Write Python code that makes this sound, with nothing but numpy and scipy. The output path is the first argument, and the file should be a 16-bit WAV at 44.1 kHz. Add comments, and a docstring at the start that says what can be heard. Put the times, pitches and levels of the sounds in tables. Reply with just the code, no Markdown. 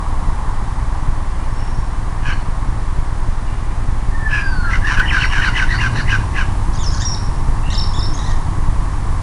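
"""Distant traffic and a faint engine hum behind a fenced garden; a small camera adds a fast low throb,
hiss and a thin whine. Far birds call now and then. A magpie gives one harsh caw just after 2 s, another
over a falling whistle just after 4 s, then a quick run of rasping, swooping notes: one side of its voice
box buzzes while the other sings clear tones. From about 6.7 s a second bird answers with shrill chirps.
The birds echo round the garden, and the loudest peaks clip, giving brief bright clicks."""
import sys
import numpy as np
from scipy import signal
from scipy.fft import rfft, irfft, next_fast_len
from scipy.io import wavfile

SR = 44100
rng = np.random.default_rng(int(sys.argv[2]) if len(sys.argv) > 2 else 0)


def to_wav(sig):
    """Store sig (one row per channel, or 1-D mono) as 16-bit WAV at the path in sys.argv[1].

    Samples outside -1..1 are clipped; the rate is SR.
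    """
    pcm = np.clip(np.atleast_2d(sig), -1, 1) * 32767
    pcm = np.round(pcm).astype(np.int16)
    wavfile.write(sys.argv[1], SR, pcm.T)  # frames by channels


N = 406602
TIME = np.arange(N) / SR

# Levels in the tables are relative: the functions add their own gains.
# steady garden air and camera hiss: f/Hz, level/dB
AIR_SPECTRUM = [(300, -4), (450, -10), (1030, -4.5), (1430, -10.5), (1810, -9.5), (2600, -21.5),
                (3400, -23.5), (9300, -29.5), (11000, -59)]
# road rumble: f/Hz, level/dB
RUMBLE_SPECTRUM = [(8, -6.5), (20, 8), (130, -8.5), (200, -20.5), (310, -19.5), (700, -46)]
# traffic easing off and returning: t/s, tyre roar/dB, rumble/dB
TRAFFIC_LEVELS = [(0, -28.5, -21), (1.2, -33.5, -23), (4, -36, -23), (5.2, -31, -17.5), (9.22, -32, -19)]
# a far engine changing gear: t/s, f/Hz, level/dB
ENGINE_CURVE = [(3, 112, -34.5), (5.5, 115.5, -32), (6.1, 113, -21.5), (6.35, 97, -31), (7.6, 94.2, -29)]
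# electrical dips in each camera throb: t/s into the cycle, chance (0-1), depth/dB, width/s
THROB_DIPS = [(.028, 1, -6.5, 0.0033), (.063, 0.47, -12, .006), (0.08, 1, -4, 0.0069),
              (0.087, .4, -4, 0.0027)]
# how long the garden's echo lasts: f/Hz, t/s to fade by 60 dB
ECHO_TIMES = [(1600, 0.35), (5500, 0.71), (7500, 0.51)]

# faint gliding notes: far birds, and last a low undertone beneath the second bird's final screech:
# t/s, length/s, first f/Hz, last f/Hz, level/dB
FAINT_GLIDES = [(1.5, 0.32, 5420, 5550, -61.5), (5.09, 0.17, 5470, 5620, -50), (7.64, 0.1, 2670, 3140, -47),
                (8.24, 0.08, 1930, 1850, -46.5)]
# a far bird's short two-toned calls: t/s, level/dB
FAR_CALL_TIMES = [(1.39, -58), (1.585, -59), (3.47, -56), (3.651, -59)]

# how the second bird's throat shapes its sound: f/Hz, level/dB
CHIRP_SPECTRUM = [(2000, -14), (3800, 15), (5400, 21), (7150, 11.5), (8100, 1)]
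# its lower screeches: t/s, length/s, top f/Hz, level/dB, boost of the base tone/dB, roughness (0-1)
SCREECH_NOTES = [(6.729, 0.052, 2960, -30.5, 0, 0.73), (6.787, 0.042, 3570, -30, 1, 0.25),
                 (6.828, 0.025, 3040, -25.5, 2, 0.5), (6.904, 0.086, 3300, -29.5, -5, 0.84),
                 (6.996, 0.052, 3430, -23.5, -1.5, 0.79), (7.702, 0.046, 3780, -25, 4, 0.7),
                 (7.933, 0.055, 3710, -26.5, 9, 0.46), (8.137, 0.023, 3290, -27.5, -10, 0.23),
                 (8.164, 0.16, 3730, -31.5, 4, 0.75)]
# its high, clear peeps: t/s, length/s, top f/Hz, level/dB, length of the low note afterwards/s
PEEP_NOTES = [(6.861, 0.033, 5320, -21.5, 0), (7.05, 0.058, 5690, -17, 0),
              (7.116, 0.035, 5655, -19.5, 0.0039), (7.748, 0.011, 5300, -21.5, 0.022),
              (7.777, 0.025, 5430, -17, 0.004), (7.809, 0.036, 5440, -20, 0.0023),
              (7.99, 0.023, 5350, -23, 0.017), (8.027, 0.033, 5480, -22, 0.00072)]

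# how the magpie's throat shapes its sound: f/Hz, level/dB
THROAT_SPECTRUM = [(600, -82), (1000, 14.5), (1650, 10.5), (2100, 4), (2550, 0), (2950, 5.5), (3200, -7),
                   (3450, -27.5)]
# the treble that its open beak lets out: f/Hz, level/dB
BEAK_SPECTRUM = [(3100, -25), (3650, -1.5), (4400, -6.5), (5000, -8), (5700, -1), (7100, -19), (11000, -28)]
# thin wheezes through the beak: t/s, length/s, level/dB
WHEEZE_NOTES = [(5.185, .075, -40), (5.439, 0.054, -38.5), (5.709, .075, -39), (5.961, 0.069, -40)]
# the long whistle catches once, swells and eases off: t/s, level/dB
WHISTLE_LEVELS = [(4.138, -29), (4.198, -48), (4.223, -32), (4.375, -24.5), (4.436, -30), (4.56, -33),
                  (4.74, -32)]
# short arched coos that lead from squawk to squawk: t/s, length/s, top f/Hz, level/dB
COO_NOTES = [(4.649, 0.059, 1698, -30), (4.733, 0.0195, 2147, -25.5), (4.843, 0.077, 1830, -24.5),
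             (5.017, 0.05, 1920, -28), (5.414, 0.034, 1884, -25), (5.552, 0.02, 2024, -26.5),
             (5.691, 0.064, 1960, -28), (5.957, 0.056, 1800, -30)]
# whip notes: t/s of the drop, level/dB
WHIP_NOTES = [(5.099, -23.5), (5.229, -22.5), (5.329, -31), (5.436, -28.5), (5.586, -23.5)]
# a whip holds high, then drops nearly an octave: t/s from the drop, f/Hz
WHIP_CURVE = [(-.02, 2864), (-.006, 3024), (.002, 2780), (.02, 1705)]
# yodels: t/s of the top, level/dB
YODEL_NOTES = [(5.817, -27), (6.11, -26), (6.382, -31.5)]
# a yodel climbs, flips up to a high note and sinks: t/s from the top, f/Hz
YODEL_CURVE = [(-.03, 1924), (-.016, 2042), (-.008, 2810), (.005, 2906), (.018, 2500), (.045, 2354)]
# nasal caws of level pitch: t/s, length/s, throat/dB, treble/dB, swell/s
CAW_NOTES = [(2.256, 0.088, -32.5, -41.5, 0.012), (4.296, .125, -30.5, -40, 0.056)]
# tones inside the caws: t/s, length/s, f/Hz, jitter (share of the pitch), level/dB
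CAW_TONES = [(2.258, 0.077, 2970, 0.03, -42), (2.272, 0.063, 2455, 0.1, -38.5), (2.274, .07, 4370, 0, -48),
             (4.332, 0.076, 2540, 0.05, -31.5)]
# the harsh, sinking squawks of its chatter: t/s, length/s, throat/dB, treble/dB, closing tone/dB
SQUAWK_NOTES = [(4.702, 0.07, -33, -37.5, -32), (4.868, 0.085, -27.5, -32.5, -44),
                (4.971, 0.042, -26.5, -38, -16), (5.123, 0.069, -26.5, -34, -20.5),
                (5.198, 0.06, -30, -33, -26.5), (5.322, 0.085, -27.5, -34.5, -23.5),
                (5.415, 0.078, -27, -34, -26), (5.559, 0.086, -30.5, -32, -23), (5.698, .07, -36, -37, -29),
                (5.807, 0.069, -29, -33, -23), (5.956, 0.06, -33, -35.5, -42),
                (6.096, 0.067, -30.5, -32, -21), (6.364, 0.064, -29.5, -37, -26)]


def gain_of(db):
    """Turns decibels into a number to multiply by."""
    return 10 ** (np.asarray(db) / 20)


def evened(x):
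    """Scales a signal to an average strength (rms) of 1."""
    return x / np.sqrt(np.mean(x ** 2) + 1e-20)


def read(points, hz):
    """Looks up a table's value at hz, with octaves evenly spaced."""
    f, value = np.transpose(points)
    return np.interp(np.log(hz + 1), np.log(f + 1), value)


def follow(rows, t):
    """Joins a table's rows with straight lines and reads each column at times t."""
    s, *columns = np.transpose(rows)
    return [np.interp(t, s, c) for c in columns]


def add(mix, s, sound):
    """Lays a sound into the mix at s seconds."""
    part = mix[max(round(s * SR), 0):][:len(sound)]
    part += sound[:len(part)]


def coloured(x, spectrum):
    """Filters x by a table of f/Hz, level/dB; the result has strength 1."""
    size = next_fast_len(len(x) + 512)
    gains = gain_of(read(spectrum, np.fft.rfftfreq(size, 1 / SR)))
    return evened(irfft(rfft(x, size) * gains, size)[:len(x)])


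def wander(size, hz):
    """A random drift of strength 1, no faster than about hz."""
    knots = rng.standard_normal(size // 16 + 2)
    f = np.fft.rfftfreq(len(knots), 16 / SR)
    slow = evened(irfft(rfft(knots) / (1 + (f / hz) ** 4), len(knots)))
    return np.interp(np.linspace(0, len(slow) - 1, size), np.arange(len(slow)), slow)


def fade(t, rise, fall):
    """A soft start and end, lasting rise and fall seconds."""
    fade_in = np.sin(np.pi / 2 * np.clip((t - t[0]) / rise, 0, 1))
    fade_out = np.sin(np.pi / 2 * np.clip((t[-1] - t) / fall, 0, 1))
    return fade_in * fade_out


def phase_of(hz, jitter, jitter_hz):
    """The running angle of a vibration whose pitch trembles by the share jitter."""
    return 2 * np.pi * np.cumsum(hz * (1 + jitter * wander(len(hz), jitter_hz))) / SR


def notes(rows, jitter, flutter_db, overhang_s, overtone_db=-30, arch=0):
    """Short, shaky gliding tones from rows of t/s, length/s, first f/Hz, last f/Hz, level/dB."""
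    out = np.zeros(N)
    for s, length, first_hz, last_hz, db in rows:
        t = np.arange(-overhang_s, length + overhang_s, 1 / SR)
        hz = first_hz + (last_hz - first_hz) * t / length
        hz *= 1 - arch * (2 * t / length - 1) ** 2  # arch bends both ends down
        phase = phase_of(hz, jitter, 350)
        tone = np.sin(phase) + gain_of(overtone_db) * (np.sin(2 * phase) + np.sin(3 * phase))
        tone = evened(tone * gain_of(flutter_db * wander(len(t), 115)))
        add(out, s - overhang_s, gain_of(db) * tone * fade(t, 2 * overhang_s, 2 * overhang_s))
    return out


def air_and_traffic(air_db=-34):
    """Steady air and hiss, with a swelling tyre roar near 1 kHz and a low road rumble."""
    roar_db, rumble_db = follow(TRAFFIC_LEVELS, TIME)
    air = gain_of(air_db) * coloured(rng.standard_normal(N), AIR_SPECTRUM)
    roar = coloured(rng.standard_normal(N), [(500, -21.5), (850, -1.5), (1100, 0), (2400, -52.0)])
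    roar *= gain_of(roar_db - 2.0 + 0.76 * wander(N, 16))
    rumble = gain_of(rumble_db) * coloured(rng.standard_normal(N), RUMBLE_SPECTRUM)
    return air + roar + rumble


def engine(octave_db=-16):
    """A far engine's firing makes a wavering hum, with a weaker tone an octave up."""
    hz, db = follow(ENGINE_CURVE, TIME)
    phase = phase_of(hz, 0.01506, 7.4)
    hum = evened(np.sin(phase) + gain_of(octave_db) * np.sin(2 * phase))
    return gain_of(db + 2.0 * wander(N, 6.8)) * hum


def camera(throb_hz=10, sharpness=1.174, low_cut_hz=11, whine_hz=9600, whine_db=-61):
    """Regular bursts of current dent the signal, which swings back each time; a thin whine runs along."""
    t, dents = np.arange(-.02, .02, 1 / SR), np.zeros(N)
    starts = np.arange(0, N / SR, 1 / throb_hz)
    for offset, chance, db, width in THROB_DIPS:
        dip = gain_of(db) * np.exp(-abs(t / width) ** sharpness)
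        for s in starts[rng.random(len(starts)) < chance]:
            add(dents, s + offset + t[0], -dip)
    throb = signal.sosfilt(signal.butter(2, low_cut_hz, "high", fs=SR, output="sos"), dents)
    whine = np.sqrt(2) * np.sin(2 * np.pi * whine_hz * TIME)
    return throb + gain_of(whine_db) * whine


def garden(x, early_db, tail_db):
    """Adds a few hard echoes from fence and furniture, then a soft tail from trees and houses."""
    t = np.arange(SR) / SR
    early = np.zeros(SR)
    early[rng.integers(150, 1100, 10)] = rng.choice([-1., 1.], 10)  # ten echoes, 3-25 ms late
    scatter = rng.standard_normal(SR) * (rng.random(SR) < 2000 / SR) * (t > .012)
    hz, times, bands = signal.stft(scatter, SR, nperseg=256)
    decay = gain_of(-60 * times / read(ECHO_TIMES, hz)[:, None])
    tail = signal.istft(bands * decay, SR, nperseg=256)[1][:SR]
    echo = gain_of(early_db) * early / np.linalg.norm(early)
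    echo += gain_of(tail_db) * tail / np.linalg.norm(tail)
    return x + signal.fftconvolve(x, echo)[:N]


def faint_notes(call_s=0.035, call_hz=(2370, 2860)):
    """Far birds' glides and two-toned calls, and an undertone beneath the second bird's last screech."""
    calls = [(s, call_s, hz, hz, db) for s, db in FAR_CALL_TIMES for hz in call_hz]
    return notes(FAINT_GLIDES + calls, jitter=0.011, flutter_db=5.5, overhang_s=0.026)


def chirp(t, hz, db, rough, boost_db, jitter=0.0485, warble=0.096):
    """The second bird's throat favours the base tone or its octave, whichever is nearer its peak."""
    hz = hz * (1 + warble * rough * wander(len(t), 70.5))
    phase = phase_of(hz, jitter * rough, 460)
    base = gain_of(read(CHIRP_SPECTRUM, hz) + boost_db)
    octave = gain_of(read(CHIRP_SPECTRUM, 2 * hz))
    tone = (base * np.sin(phase) + octave * np.sin(2 * phase)) / np.hypot(base, octave)
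    # strong and weak cycles take turns, which makes it screech
    tone += 1.04 * rough ** 2 * (np.sin(phase / 2) + np.sin(3 / 2 * phase))
    shake = gain_of(rough * (5.1 * wander(len(t), 160) - 9.0))
    return np.sqrt(2) * gain_of(db) * shake * tone * fade(t, 0.0025, 0.0048)


def screeches(arch=0.069):
    """The second bird's lower voice: rough notes that rise and fall a little."""
    out = np.zeros(N)
    for s, length, top_hz, db, boost_db, rough in SCREECH_NOTES:
        t = np.arange(0, length, 1 / SR)
        hz = top_hz * (1 - arch * (2 * t / length - 1) ** 2)
        add(out, s, chirp(t, hz, db, rough, boost_db))
    return out


def peeps(low_hz=3740, leap_s=0.0074, sag_hz=437, low_db=-3, fade_db_per_s=150):
    """The second bird leaps into its high, clear voice, sags, and mostly drops back down."""
    out = np.zeros(N)
    for s, length, top_hz, db, linger in PEEP_NOTES:
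        t = np.arange(0, length + linger, 1 / SR)
        from_edge_s = np.minimum(t + leap_s / 2, length - t if linger else length)
        high = np.sin(np.pi / 2 * np.clip(from_edge_s / leap_s, 0, 1)) ** 2  # 0 low voice, 1 high
        hz = low_hz + high * (top_hz - sag_hz * (t / length) ** 2 - low_hz)
        level_db = db + low_db * (1 - high) - fade_db_per_s * t
        add(out, s, chirp(t, hz, level_db, rough=0.12, boost_db=8))
    return out


def wheezes(first_hz=3960, last_hz=4550):
    """Fuzzy rising tones through the magpie's open beak."""
    rows = [(s, length, first_hz, last_hz, db) for s, length, db in WHEEZE_NOTES]
    return notes(rows, jitter=0.057, flutter_db=2.5, overhang_s=0.0075)


def whistle(first_hz=1810, sag_hz=498.7, bend=1.35, overtone_db=-14):
    """A wavering tone that sinks ever faster; an overtone grows while the magpie pushes harder."""
    t, out = np.arange(WHISTLE_LEVELS[0][0], WHISTLE_LEVELS[-1][0], 1 / SR), np.zeros(N)
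    progress = np.linspace(0, 1, len(t))
    db = follow(WHISTLE_LEVELS, t)[0] + 2.3 * wander(len(t), 39)
    phase = phase_of(first_hz - sag_hz * progress ** bend, 0.011, 166)
    push = np.interp(progress, [.25, .7, 1], [0, 1, 0])
    tone = np.sin(phase) + push * gain_of(overtone_db) * np.sin(3 * phase)
    add(out, t[0], np.sqrt(2) * gain_of(db) * tone * fade(t, .02, 0.018))
    return out


def swoops(rows, pitch, slope_db_per_s, jitter=0.032, edge_s=0.0013):
    """A clear tone follows the pitch curve once per row, swelling or fading from near its top."""
    t, out = np.arange(pitch[0][0], pitch[-1][0], 1 / SR), np.zeros(N)
    for s, db in rows:
        tone = np.sin(phase_of(follow(pitch, t)[0], jitter, 270))
        level = gain_of(db + slope_db_per_s * np.maximum(t, 0))
        add(out, s + t[0], level * tone * fade(t, edge_s, edge_s))
    return out


def clear_notes(closing_s=.052, first_hz=1660, last_hz=1488):
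    """The clear side of the magpie's voice box: a sinking tone to end each squawk, and arched coos."""
    closing = []
    for s, length, _, _, tone_db in SQUAWK_NOTES:
        span = min(closing_s, length - .022)
        closing.append((s + length - span, span, first_hz, last_hz, tone_db))
    coos = [(s, length, hz, hz, db) for s, length, hz, db in COO_NOTES]
    return (notes(closing, jitter=0.03, flutter_db=2.0, overhang_s=.004)
            + notes(coos, jitter=0.026, flutter_db=4.0, overhang_s=0.0048, arch=0.1106))


def caw_tones():
    """The held tones that make a caw nasal; the most shaky ones sound hoarse."""
    return sum(notes([(s, length, hz, hz, db)], jitter, flutter_db=4.0, overhang_s=.005)
               for s, length, hz, jitter, db in CAW_TONES)


def rasps(pitch_hz=812, squawk_sag=.25, squawk_swell_s=.016, flutter_db=3.0, breath=.29):
    """The voice box's other side buzzes unevenly and chops the air; throat and beak shape the sound."""
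    out = np.zeros(N)
    caws = [(*row, 0) for row in CAW_NOTES]  # caws do not sag
    squawks = [(*row[:-1], squawk_swell_s, squawk_sag) for row in SQUAWK_NOTES]
    for s, length, throat_db, treble_db, swell, sag in caws + squawks:
        t = np.arange(-.006, length + 0.012, 1 / SR)
        # the brighter a call, the rougher it gets and the further a squawk's pitch sags
        rough = np.interp(treble_db - throat_db, [-14, -6], [.15, 1])
        hz = pitch_hz * (1 + sag * rough ** 3 * (.5 - t / length))
        phase = phase_of(hz, .028 + .03 * rough, 240)
        buzz = evened(sum(np.cos(k * phase) for k in range(1, 12)))
        puffs = evened((1 + np.cos(phase)) * rng.standard_normal(len(t)))
        source = (buzz * (1 - breath) + puffs * breath) * gain_of(flutter_db * wander(len(t), 380))
        throat = gain_of(throat_db + 2.0) * coloured(source, THROAT_SPECTRUM)
        beak = gain_of(treble_db - 8.0) * coloured(source, BEAK_SPECTRUM)
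        add(out, s - .006, (throat + beak) * fade(t, swell, 0.027))
    return out


def magpie(direct_lead_s=.023, direct_db=-9.5):
    """The bird is half hidden: its weak direct sound comes just before a stronger bounce off a wall."""
    bounce = caw_tones() + clear_notes() + rasps() + wheezes() + whistle()
    bounce += swoops(WHIP_NOTES, WHIP_CURVE, slope_db_per_s=208)
    bounce += swoops(YODEL_NOTES, YODEL_CURVE, slope_db_per_s=-168)
    direct = gain_of(direct_db) * np.roll(bounce, -round(direct_lead_s * SR))
    return direct + bounce


def scene():
    """The near magpie, the second bird and the far birds echo over the steady sounds, in mono."""
    near, faint = magpie(), faint_notes()
    birds = gain_of(4.0) * garden(near, early_db=-13, tail_db=-9)
    birds += gain_of(-3.0) * garden(screeches() + peeps(), early_db=-12.0, tail_db=-6.0)
    birds += gain_of(5.0) * garden(faint, early_db=-16, tail_db=3.0)
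    return (birds + air_and_traffic() + engine() + camera())[None]


def record(dry, ceiling=0.65, first_cut_hz=10900, final_cut_hz=15800):
    """The high treble is cut and the loudest peaks clip, giving brief bright clicks."""
    first_filter = signal.firwin(201, first_cut_hz, window=("kaiser", 8), fs=SR)
    final_filter = signal.firwin(511, final_cut_hz, window=("kaiser", 9), fs=SR)
    narrow = signal.oaconvolve(dry, first_filter[None], "same")
    clipped = np.clip(narrow, -ceiling, ceiling)
    return signal.oaconvolve(clipped, final_filter[None], "same")


dry = scene()
out = record(dry)
to_wav(out)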